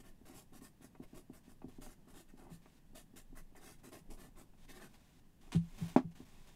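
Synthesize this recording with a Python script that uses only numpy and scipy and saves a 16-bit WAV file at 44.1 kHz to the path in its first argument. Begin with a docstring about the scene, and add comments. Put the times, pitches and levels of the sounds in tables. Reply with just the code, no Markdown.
"""In a small room, a felt-tip marker writes in short strokes on a card that lies on a cardboard box.
Soft taps ring the box lid among the strokes; later the cap snaps on, and the card slides, drops and is pushed.
Friction is random slips, coloured by spectra or resonances; blows are sums of decaying modes and noise snaps.
Room tone, a low murmur and a deep sway lie below; one near echo and a short room tail surround the sounds."""
import sys
import numpy as np
from scipy import signal
from scipy.fft import rfft, irfft
from scipy.io import wavfile
from scipy.ndimage import uniform_filter1d, map_coordinates

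SR = 44100
rng = np.random.default_rng(int(sys.argv[2]) if len(sys.argv) > 2 else 0)


def store_wav(level_fs):
    """Save 16-bit WAV to argv[1]."""
    pcm = np.round(np.clip(np.atleast_2d(level_fs), -1, 1) * 32767)
    wavfile.write(sys.argv[1], SR, pcm.T.astype(np.int16))


N = 289251


def amp(db):
    """Decibel law: 20 dB is a factor of ten in amplitude."""
    return 10 ** (np.asarray(db) / 20)


def read(points, hz):
    """Interpolation in log frequency: straight lines join the points of a table."""
    f, value = np.transpose(points)
    return np.interp(np.log(hz + 1), np.log(f + 1), value)


def add(mix, start_s, sound):
    """Superposition: a sound adds to the mix, in place, from its start time."""
    part = mix[max(round(start_s * SR), 0):][:len(sound)]
    part += sound[:len(part)]


def evened(x):
    """Normalisation of power: scales to rms 1."""
    return x / np.sqrt(np.mean(x ** 2) + 1e-20)


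def peaked(x, db):
    """Normalisation of amplitude: scales to a peak level."""
    return amp(db) * x / abs(x).max()


def passed(x, hz, kind, order=2):
    """Causal Butterworth filtering, low-pass or high-pass."""
    sos = signal.butter(order, min(hz, SR / 2 - 1), kind, fs=SR, output="sos")
    return signal.sosfilt(sos, x)


def coloured(x, spectrum):
    """Spectral shaping: multiplies the Fourier transform by a gain curve, then scales to rms 1."""
    gain = amp(read(spectrum, np.fft.rfftfreq(len(x), 1 / SR)))
    return evened(irfft(rfft(x) * gain, len(x)))


def wander(size):
    """Smoothed random process: noise of rms 1 that changes over about size samples."""
    smooth = uniform_filter1d(rng.standard_normal(N), size)
    return evened(uniform_filter1d(smooth, size // 2))


def friction(slips_per_s, slip_share, flutter_db):
    """Stick-slip friction: countless tiny slips, some larger ones, and a grip that varies."""
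    large_slips = rng.standard_normal(N) * (rng.random(N) < slips_per_s / SR)
    slips = rng.standard_normal(N) + slip_share * evened(large_slips)
    grip = amp(flutter_db * wander(size=220))  # changes every few milliseconds
    return evened(slips * grip)


def contact(moves):
    """Contact envelope: each sliding move fades in, swells or ebbs evenly in dB, and fades out."""
    fade_s = .009
    gain = np.zeros(N)
    for start_s, length_s, level_db, swell_db in moves:
        t = np.arange(0, length_s + fade_s, 1 / SR)
        swell = amp(level_db + swell_db * (t / t[-1] - .5))
        fades = signal.windows.tukey(len(t), 2 * fade_s / t[-1])
        add(gain, start_s - fade_s / 2, swell * fades)
    return gain


def ring(modes, rise_s):
    """Modal synthesis: a sum of dying sines that swells up while the blow spreads."""
    t = np.arange(SR // 2) / SR
    dying = sum(amp(db - 60 * t / t60) * np.sin(2 * np.pi * hz * t) for hz, db, t60 in modes)
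    return np.minimum(t / rise_s, 1) * dying


def snap(spectrum, t60, rise_s=0.00051):
    """High modal density: many close modes merge into a dry noise crack that dies fast."""
    t = np.arange(SR // 4) / SR
    noise = coloured(rng.standard_normal(len(t)), spectrum)
    return noise * np.minimum(t / rise_s, 1) * amp(-60 * t / t60)


# low spectrum of the box's murmur: pitch_hz [Hz], relative density_db [dB per Hz]
MURMUR_SPECTRUM = [(50, -23), (100, -4.5), (180, 1.5), (300, -11), (450, -18.5), (900, -21), (3000, -65)]


def murmur(source):
    """Low-frequency radiation of the box: a source takes on the murmur spectrum, at rms 1."""
    return coloured(source, MURMUR_SPECTRUM)


# spectrum of the steady room tone: pitch_hz [Hz], relative density_db [dB per Hz]
ROOM_TONE_SPECTRUM = [(24, -50), (40, -6.5), (69, -7), (166, -9), (260, -11.5), (461, -24), (670, -26.5),
                      (1080, -28.5), (1350, -33.5), (1770, -29), (2270, -35), (2570, -31.5), (4130, -36.5),
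                      (13300, -38.5), (15500, -40.5)]
# spectrum of the desk's deep sway: pitch_hz [Hz], relative density_db [dB per Hz]
SWAY_SPECTRUM = [(8, -6), (21, 5), (33, -13.5), (60, -27.5), (150, -44), (600, -110)]
# course of the desk's sway under the arms, about which it shifts: time_s [s], level_db [dB]
SWAY_COURSE = [(0.0, -59), (0.84, -63), (0.91, -77), (1.06, -51), (1.11, -71), (1.18, -52), (1.26, -65.5),
               (1.88, -57.5), (1.93, -67), (3.03, -61.5), (3.08, -66), (3.34, -49), (4.05, -65.5),
               (4.1, -52.5), (5.31, -65), (5.53, -55), (6.49, -59), (6.55, -65)]


def background(tone_db=-69, murmur_db=-70.5, shift_db=2):
    """Stationary noise and slow modulation: room tone, and the low stir of hands that lean on the box."""
    tone = amp(tone_db) * coloured(rng.standard_normal(N), ROOM_TONE_SPECTRUM)
    stir = amp(murmur_db) * murmur(rng.standard_normal(N))
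    sway_db = np.interp(np.arange(N) / SR, *np.transpose(SWAY_COURSE))
    desk = coloured(rng.standard_normal(N), SWAY_SPECTRUM) * amp(sway_db)
    weight = amp(shift_db * wander(size=3000))  # the weight of the arms keeps shifting
    return tone + (stir + desk) * weight


# decay time of the room by band: pitch_hz [Hz], t60_s [s]
ROOM_T60 = [(150, 0.23), (1000, 0.061), (5000, 0.14), (15000, 0.18)]


def room(x):
    """Reverberation: sparse reflections of random sign, each band dying at its own speed."""
    size = SR // 2
    present = rng.random(size) < 2500 / SR  # about 2500 reflections per second
    late = np.arange(size) > .004 * SR  # none in the first 4 ms
    reflections = rng.choice([-1., 1.], size) * present * late
    hz, t, bands = signal.stft(reflections, SR, nperseg=256)
    decay = amp(-60 * t / read(ROOM_T60, hz)[:, None])
    tail = signal.istft(bands * decay, SR, nperseg=256)[1]
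    return signal.fftconvolve(x, tail / np.linalg.norm(tail))[:N]


# spectrum of skin and card on the lid: pitch_hz [Hz], relative density_db [dB per Hz]
SKIN_SPECTRUM = [(210, -24), (350, -3.5), (473, -12.5), (619, -7), (981, -4), (1350, -12.5), (1480, -8.5),
                 (2500, -8.5), (3170, -10), (3660, -9), (4220, -13), (7360, -14), (15500, -22.5)]
# skin and card slide over the lid:
# start_s [s], length_s [s], level_db of the rub at mid-move [dB], swell_db from start to end [dB]
SLIDES = [(1.07, 0.067, -77.5, 7), (1.435, 0.047, -74.5, 0), (1.71, 0.074, -74, -1), (2.62, 0.17, -75, 0.5),
          (3.785, 0.023, -74.5, -3), (4.575, 0.082, -72.5, 12), (4.89, .31, -74.5, 0),
          (4.938, 0.024, -71, -4), (5.412, 0.14, -73, -7), (5.61, .17, -70, 10), (5.78, 0.096, -58.5, 1),
          (5.88, 0.077, -61.5, -14), (6.111, 0.022, -73, -10), (6.152, 0.092, -68, -5),
          (6.25, 0.3, -70, -1), (6.472, 0.033, -73.5, -4)]


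def slides(murmur_db=0):
    """Sliding friction: a soft, dull rub of skin and card on the lid, with a low murmur of the box."""
    rub = coloured(friction(slips_per_s=830, slip_share=0.41, flutter_db=0.5), SKIN_SPECTRUM)
    return (rub + amp(murmur_db) * murmur(rng.standard_normal(N))) * contact(SLIDES)


# modes of the lid under the card, before filtering: pitch_hz [Hz], relative level_db [dB], t60_s [s]
LID_MODES = [(184, -10.5, 0.18), (257, 3.5, 0.12), (284.5, 2, 0.09), (329.6, 4, 0.057), (395, -4, 0.081),
             (587, -5.5, 0.058), (643, -5, 0.088), (748, -1.5, 0.052), (806, -8.5, 0.035),
             (830, -2.5, 0.011), (920, -14.5, 0.067), (1025, -28, .06), (1120, -28, .05),
             (1133, -10.5, 0.07), (1334, -17, 0.057), (1430, -20, 0.047), (1630, -25.5, 0.054),
             (2057, -19, 0.067), (2140, -26, 0.068), (2530, -18, 0.079), (2880, -26, .07)]


def lid_answer(rise_s=0.00062, low_hz=150, gap_hz=505, gap_width_hz=110):
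    """Panel radiation: a small lid radiates no deep bass, and between two groups its modes cancel."""
    sound = passed(ring(LID_MODES, rise_s), low_hz, "high", order=4)
    return signal.lfilter(*signal.iirnotch(gap_hz, gap_hz / gap_width_hz, SR), sound)


# the side of the writing hand drags on the lid:
# start_s [s], length_s [s], level_db of the growl at mid-move [dB], swell_db from start to end [dB]
DRAGS = [(.29, .15, -69, -5), (2.372, .15, -62.5, 4), (3.56, .16, -68.5, 2), (3.836, 0.042, -65, -10),
         (3.918, .06, -67, 3), (4.108, 0.055, -65.5, -10), (4.22, 0.077, -69.5, 2), (4.8, .045, -63.5, -2),
         (5.43, .08, -71, 0)]


def drags(low_hz=420, murmur_db=-4):
    """Coarse stick-slip: grains of skin friction make the lid growl and the box murmur under it."""
    grains = friction(slips_per_s=280, slip_share=0.66, flutter_db=3.0)
    growl = signal.fftconvolve(grains, lid_answer())[:N]
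    growl = evened(passed(growl, low_hz, "high"))
    return (growl + amp(murmur_db) * murmur(grains)) * contact(DRAGS)


# deep modes of the whole box and its air: pitch_hz [Hz], relative level_db [dB], t60_s [s]
BOX_MODES = [(69, -11.5, 0.22), (104.6, -4, 0.13), (166.8, 2.5, 0.21), (261, -13, 0.06), (391, -14, 0.069)]


def box_answer(push_s):
    """Modes of an enclosure: the deep ring of box and air swells up over the push."""
    return ring(BOX_MODES, push_s)


# the hands bump the box: start_s [s], peak_db [dB], push_s length of the push [s]
THUMPS = [(2.512, -45, 0.0077), (5.549, -20.5, 0.018), (5.812, -31, 0.015), (6.042, -36.5, 0.013)]


def thumps(low_hz=55):
    """Slow excitation: a fleshy push lets the deep ring of the box swell up."""
    out = np.zeros(N)
    for start_s, peak_db, push_s in THUMPS:
        add(out, start_s, peaked(passed(box_answer(push_s), low_hz, "high"), peak_db))
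    return out


# soft taps of nib, finger or hand that ring the lid: start_s [s], peak_db of the lid's ring [dB]
TAPS = [(0.002, -51.5), (0.213, -50.5), (0.297, -51), (0.522, -50), (0.56, -51), (0.617, -48), (0.807, -53),
        (0.842, -47.5), (0.9995, -39), (1.131, -45.5), (1.298, -40.5), (1.478, -49), (1.6425, -36.5),
        (1.682, -47), (1.785, -42.5), (1.867, -48.5), (2.072, -52), (2.337, -48), (2.933, -53.5),
        (3.137, -49), (3.327, -47), (3.522, -55), (3.872, -48.5), (4.09, -50.5), (4.123, -53), (4.375, -55),
        (5.526, -43.5), (5.547, -32), (6.202, -42)]


def taps(soft_hz=480, push_db=-17, push_s=.012):
    """Soft impact: a yielding nib, finger or hand rings the low modes of the lid and nudges the box."""
    out = np.zeros(N)
    tap = passed(lid_answer(), soft_hz, "low")
    nudge = passed(box_answer(push_s), 112, "low", order=4)
    for start_s, peak_db in TAPS:
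        add(out, start_s, peaked(tap, peak_db))
        add(out, start_s, peaked(nudge, peak_db + push_db))
    return out


# spectrum of the crack of card on lid: pitch_hz [Hz], relative density_db [dB per Hz]
CRACK_SPECTRUM = [(150, -46), (480, -25), (620, 17), (900, 10.5), (1400, 0.5), (2200, -4.5), (3500, -11),
                  (6500, -17), (8000, -22.5), (15000, -35)]


def crack(t60):
    """Impact noise: card on lid gives a dry burst of dense modes."""
    return snap(CRACK_SPECTRUM, t60)


# the card's edge flicks against the lid: start_s [s], peak_db of the lid's ring [dB]
TICKS = [(0.95, -47.5), (1.618, -47), (1.864, -48), (2.658, -49.5), (3.551, -55), (4.536, -60.5),
         (4.81, -54), (5.922, -61)]


def ticks(low_hz=620, top_hz=3500, crack_db=-9, crack_t60=0.043):
    """Brief impact: a flick of the card's edge excites mostly the high modes of the lid."""
    out = np.zeros(N)
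    flick = passed(passed(lid_answer(), low_hz, "high"), top_hz, "low")
    for start_s, peak_db in TICKS:
        add(out, start_s, peaked(flick, peak_db))
        add(out, start_s, amp(peak_db + crack_db) * passed(crack(crack_t60), top_hz, "low"))
    return out


# the card drops flat on the lid: start_s [s], peak_db of the lid's ring [dB], top_hz low-pass corner [Hz]
KNOCK = (5.9622, -12.5, 1500)


def knock(crack_db=-32, crack_t60=0.12):
    """Broad impact: the falling card rings the lid up to the limit of the contact, and cracks."""
    out = np.zeros(N)
    start_s, peak_db, top_hz = KNOCK
    add(out, start_s, peaked(passed(lid_answer(), top_hz, "low"), peak_db))
    add(out, start_s, amp(crack_db) * crack(crack_t60))
    return out


# spectrum of the cap's snaps: pitch_hz [Hz], relative density_db [dB per Hz]
CAP_SPECTRUM = [(200, -21), (450, -7), (750, -6), (1050, 0), (1400, -6.5), (2500, -5.5), (3500, -7),
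                (5500, -13.5), (9500, -12.5), (11500, -25), (15500, -27)]
# the cap scrapes over its ridge and seats:
# start_s [s], level_db of the snap before its decay [dB], t60_s of the snap [s], pitch_hz of the ring [Hz]
CAP_SNAPS = [(5.519, -44.5, 0.036, 730), (5.526, -43.5, 0.057, 914), (5.533, -51, 0.18, 1100),
             (5.554, -48.5, 0.069, 780)]


def cap(ring_db=-4, ring_t60=0.046):
    """Cavity resonance: with a quick run of dry plastic snaps, the hollow cap rings at several pitches."""
    out = np.zeros(N)
    for start_s, level_db, t60_s, pitch_hz in CAP_SNAPS:
        add(out, start_s, amp(level_db) * snap(CAP_SPECTRUM, t60_s, rise_s=.0015))
        add(out, start_s, ring([(pitch_hz, level_db + ring_db, ring_t60)], rise_s=.001))
    return out


def resonances(drag, modes, place_db):
    """Driven resonance: slips shake modes that wax and wane as the nib travels over the card."""
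    shaken = np.zeros(N)
    for hz, width_hz, db in modes:
        mode = signal.lfilter(*signal.iirpeak(hz, hz / width_hz, SR), drag)
        shaken += amp(db + place_db * wander(size=5000)) * mode
    return evened(passed(shaken, 8800, "low"))


def sweep(rise_s, fall_s, power):
    """Power law of speed: the nib speeds up, then slows and lifts, each along a quarter sine."""
    lift_power = 2.37  # a faster fade as the pen slows and lifts
    t = np.arange(0, rise_s + fall_s, 1 / SR)
    speed = np.sin(np.pi / 2 * np.interp(t, [0, rise_s, rise_s + fall_s], [0, 1, 0]))
    return speed ** np.where(t < rise_s, power, lift_power)


# spectrum of the nib's hiss: pitch_hz [Hz], relative density_db [dB per Hz]
NIB_SPECTRUM = [(300, -22), (1200, -37), (2500, -2), (3600, -2), (5000, -1), (6300, 0), (8000, 1.7),
                (10000, 0), (13000, -3.5), (15500, -10)]
# higher resonances of nib and pen, before the grip shift: pitch_hz [Hz], width_hz [Hz], level_db [dB]
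RASP_MODES = [(1340, 91, -8), (1593, 78, -1.5), (1800, 130, 0.5), (2017, 110, -2), (2610, 150, -4.5),
              (2900, 60, -9), (3230, 75, -10), (3630, 110, -7), (4580, 180, -11.5), (6360, 60, -11)]
# resonances of card and lid under a moving nib: pitch_hz [Hz], width_hz [Hz], relative level_db [dB]
BODY_MODES = [(198, 60, 6), (282, 118, 12), (612, 87, 4), (765, 56, -8), (1050, 49, 1)]
# marker strokes: start_s [s], rise_s speeding up [s], fall_s slowing down [s], then the levels at full
# speed before the ripple and its scaling: hiss_db [dB], rasp_db [dB], card_db [dB]
STROKES = [(0.0, 0.0016, 0.034, -64.5, -78, -64), (0.032, 0.038, 0.074, -68, -71, -63),
           (0.251, 0.017, 0.14, -65, -69, -61.5), (0.335, 0.032, 0.1, -61, -77, -61.5),
           (0.522, 0.044, 0.047, -63.5, -73, -63), (0.606, 0.042, 0.06, -62, -73, -61),
           (0.808, 0.031, 0.061, -65, -73, -61.5), (1.019, 0.012, 0.046, -70, -77, -61),
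           (1.137, 0.038, 0.067, -63, -76, -61.0), (1.327, 0.027, 0.057, -65, -74, -63.0),
           (1.478, 0.029, 0.05, -69, -78, -65.0), (1.682, 0.005, 0.041, -70, -77, -63.5),
           (1.808, 0.026, 0.082, -59, -69, -58.5), (1.875, 0.045, 0.045, -66.5, -73, -66.0),
           (2.071, 0.032, 0.068, -69, -76, -65), (2.131, 0.062, 0.063, -62.5, -71.5, -61),
           (2.278, 0.016, 0.041, -75, -69, -70), (2.37, 0.013, 0.14, -71, -75.5, -64),
           (2.489, 0.053, 0.056, -66, -73.5, -63), (2.945, 0.019, 0.091, -58, -64.5, -57),
           (3.158, 0.009, 0.08, -58.5, -65, -58.5), (3.351, 0.024, 0.064, -62, -68, -60.0),
           (3.549, 0.024, 0.042, -66.5, -67.5, -59.5), (3.6, 0.067, 0.13, -61, -64.0, -63.5),
           (3.832, 0.017, 0.082, -61.5, -71, -59), (3.915, 0.018, 0.11, -60.5, -68.5, -58),
           (4.098, 0.016, 0.079, -62.5, -70.5, -60.5), (4.173, 0.041, 0.11, -63.5, -70, -61),
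           (4.354, 0.05, 0.056, -65, -73, -59.0), (4.68, 0.026, 0.04, -60.5, -62, -58.5),
           (4.726, 0.04, 0.07, -64.5, -66.5, -60.5), (4.796, 0.039, 0.069, -63, -62.5, -57)]


def marker(ripple=0.55, ripple_t60=0.04, grip_shift=.025):
    """Friction-driven vibration: felt drags with a bright hiss, and its slips shake pen, card and lid."""
    drag = friction(slips_per_s=1800, slip_share=0.71, flutter_db=1.1)
    hiss = coloured(drag, NIB_SPECTRUM)
    rasp = resonances(drag, RASP_MODES, place_db=1.5)
    body = resonances(drag, BODY_MODES, place_db=2.0)
    out, t = np.zeros(N), np.arange(SR // 50) / SR
    for start_s, rise_s, fall_s, hiss_db, rasp_db, card_db in STROKES:
        # the card answers as soon as the nib bites, the hiss needs speed
        hiss_gain, bite = sweep(rise_s, fall_s, power=0.94), sweep(rise_s, fall_s, power=0.38)
        at = max(round(start_s * SR), 0) + np.arange(len(bite))
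        # the rasp's pitch changes with the grip, by a random share from stroke to stroke
        pitch_ratio = 1 + grip_shift * rng.standard_normal()
        gripped = map_coordinates(rasp[at], [np.arange(len(at)) * pitch_ratio], mode="mirror")
        shaken = amp(rasp_db) * gripped + amp(card_db) * body[at]
        stroke = hiss_gain * amp(hiss_db) * hiss[at] + bite * shaken
        # every stroke meets its own pattern of fine, high resonances in the card
        spot = passed(rng.standard_normal(len(t)), 1170, "high") * amp(-60 * t / ripple_t60)
        add(out, start_s, stroke)
        add(out, start_s, ripple * signal.fftconvolve(stroke, spot / np.linalg.norm(spot)))
    return out / np.sqrt(1 + ripple ** 2)


def scene(echo_s=.00277, echo_gain=0.16, rub_room_db=-10, blow_room_db=-16):
    """Comb filtering and reverberation: a near surface echoes marker, slides and cap; the room adds a tail."""
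    rubbing = marker() + slides() + cap()
    echo = np.interp(np.arange(N) - echo_s * SR, np.arange(N), rubbing)
    rubbing = rubbing + echo_gain * echo
    blows = taps() + ticks() + knock() + thumps() + drags()
    wet = room(amp(rub_room_db) * rubbing + amp(blow_room_db) * blows)
    return (rubbing + blows + wet + background())[None]


def record(dry, edge_hz=15750):
    """Band limitation: a linear-phase low-pass removes the highest treble."""
    lowpass = signal.firwin(511, edge_hz, window=("kaiser", 9), fs=SR)
    return signal.oaconvolve(dry, lowpass[None], "same")


dry = scene()
out = record(dry)
store_wav(out)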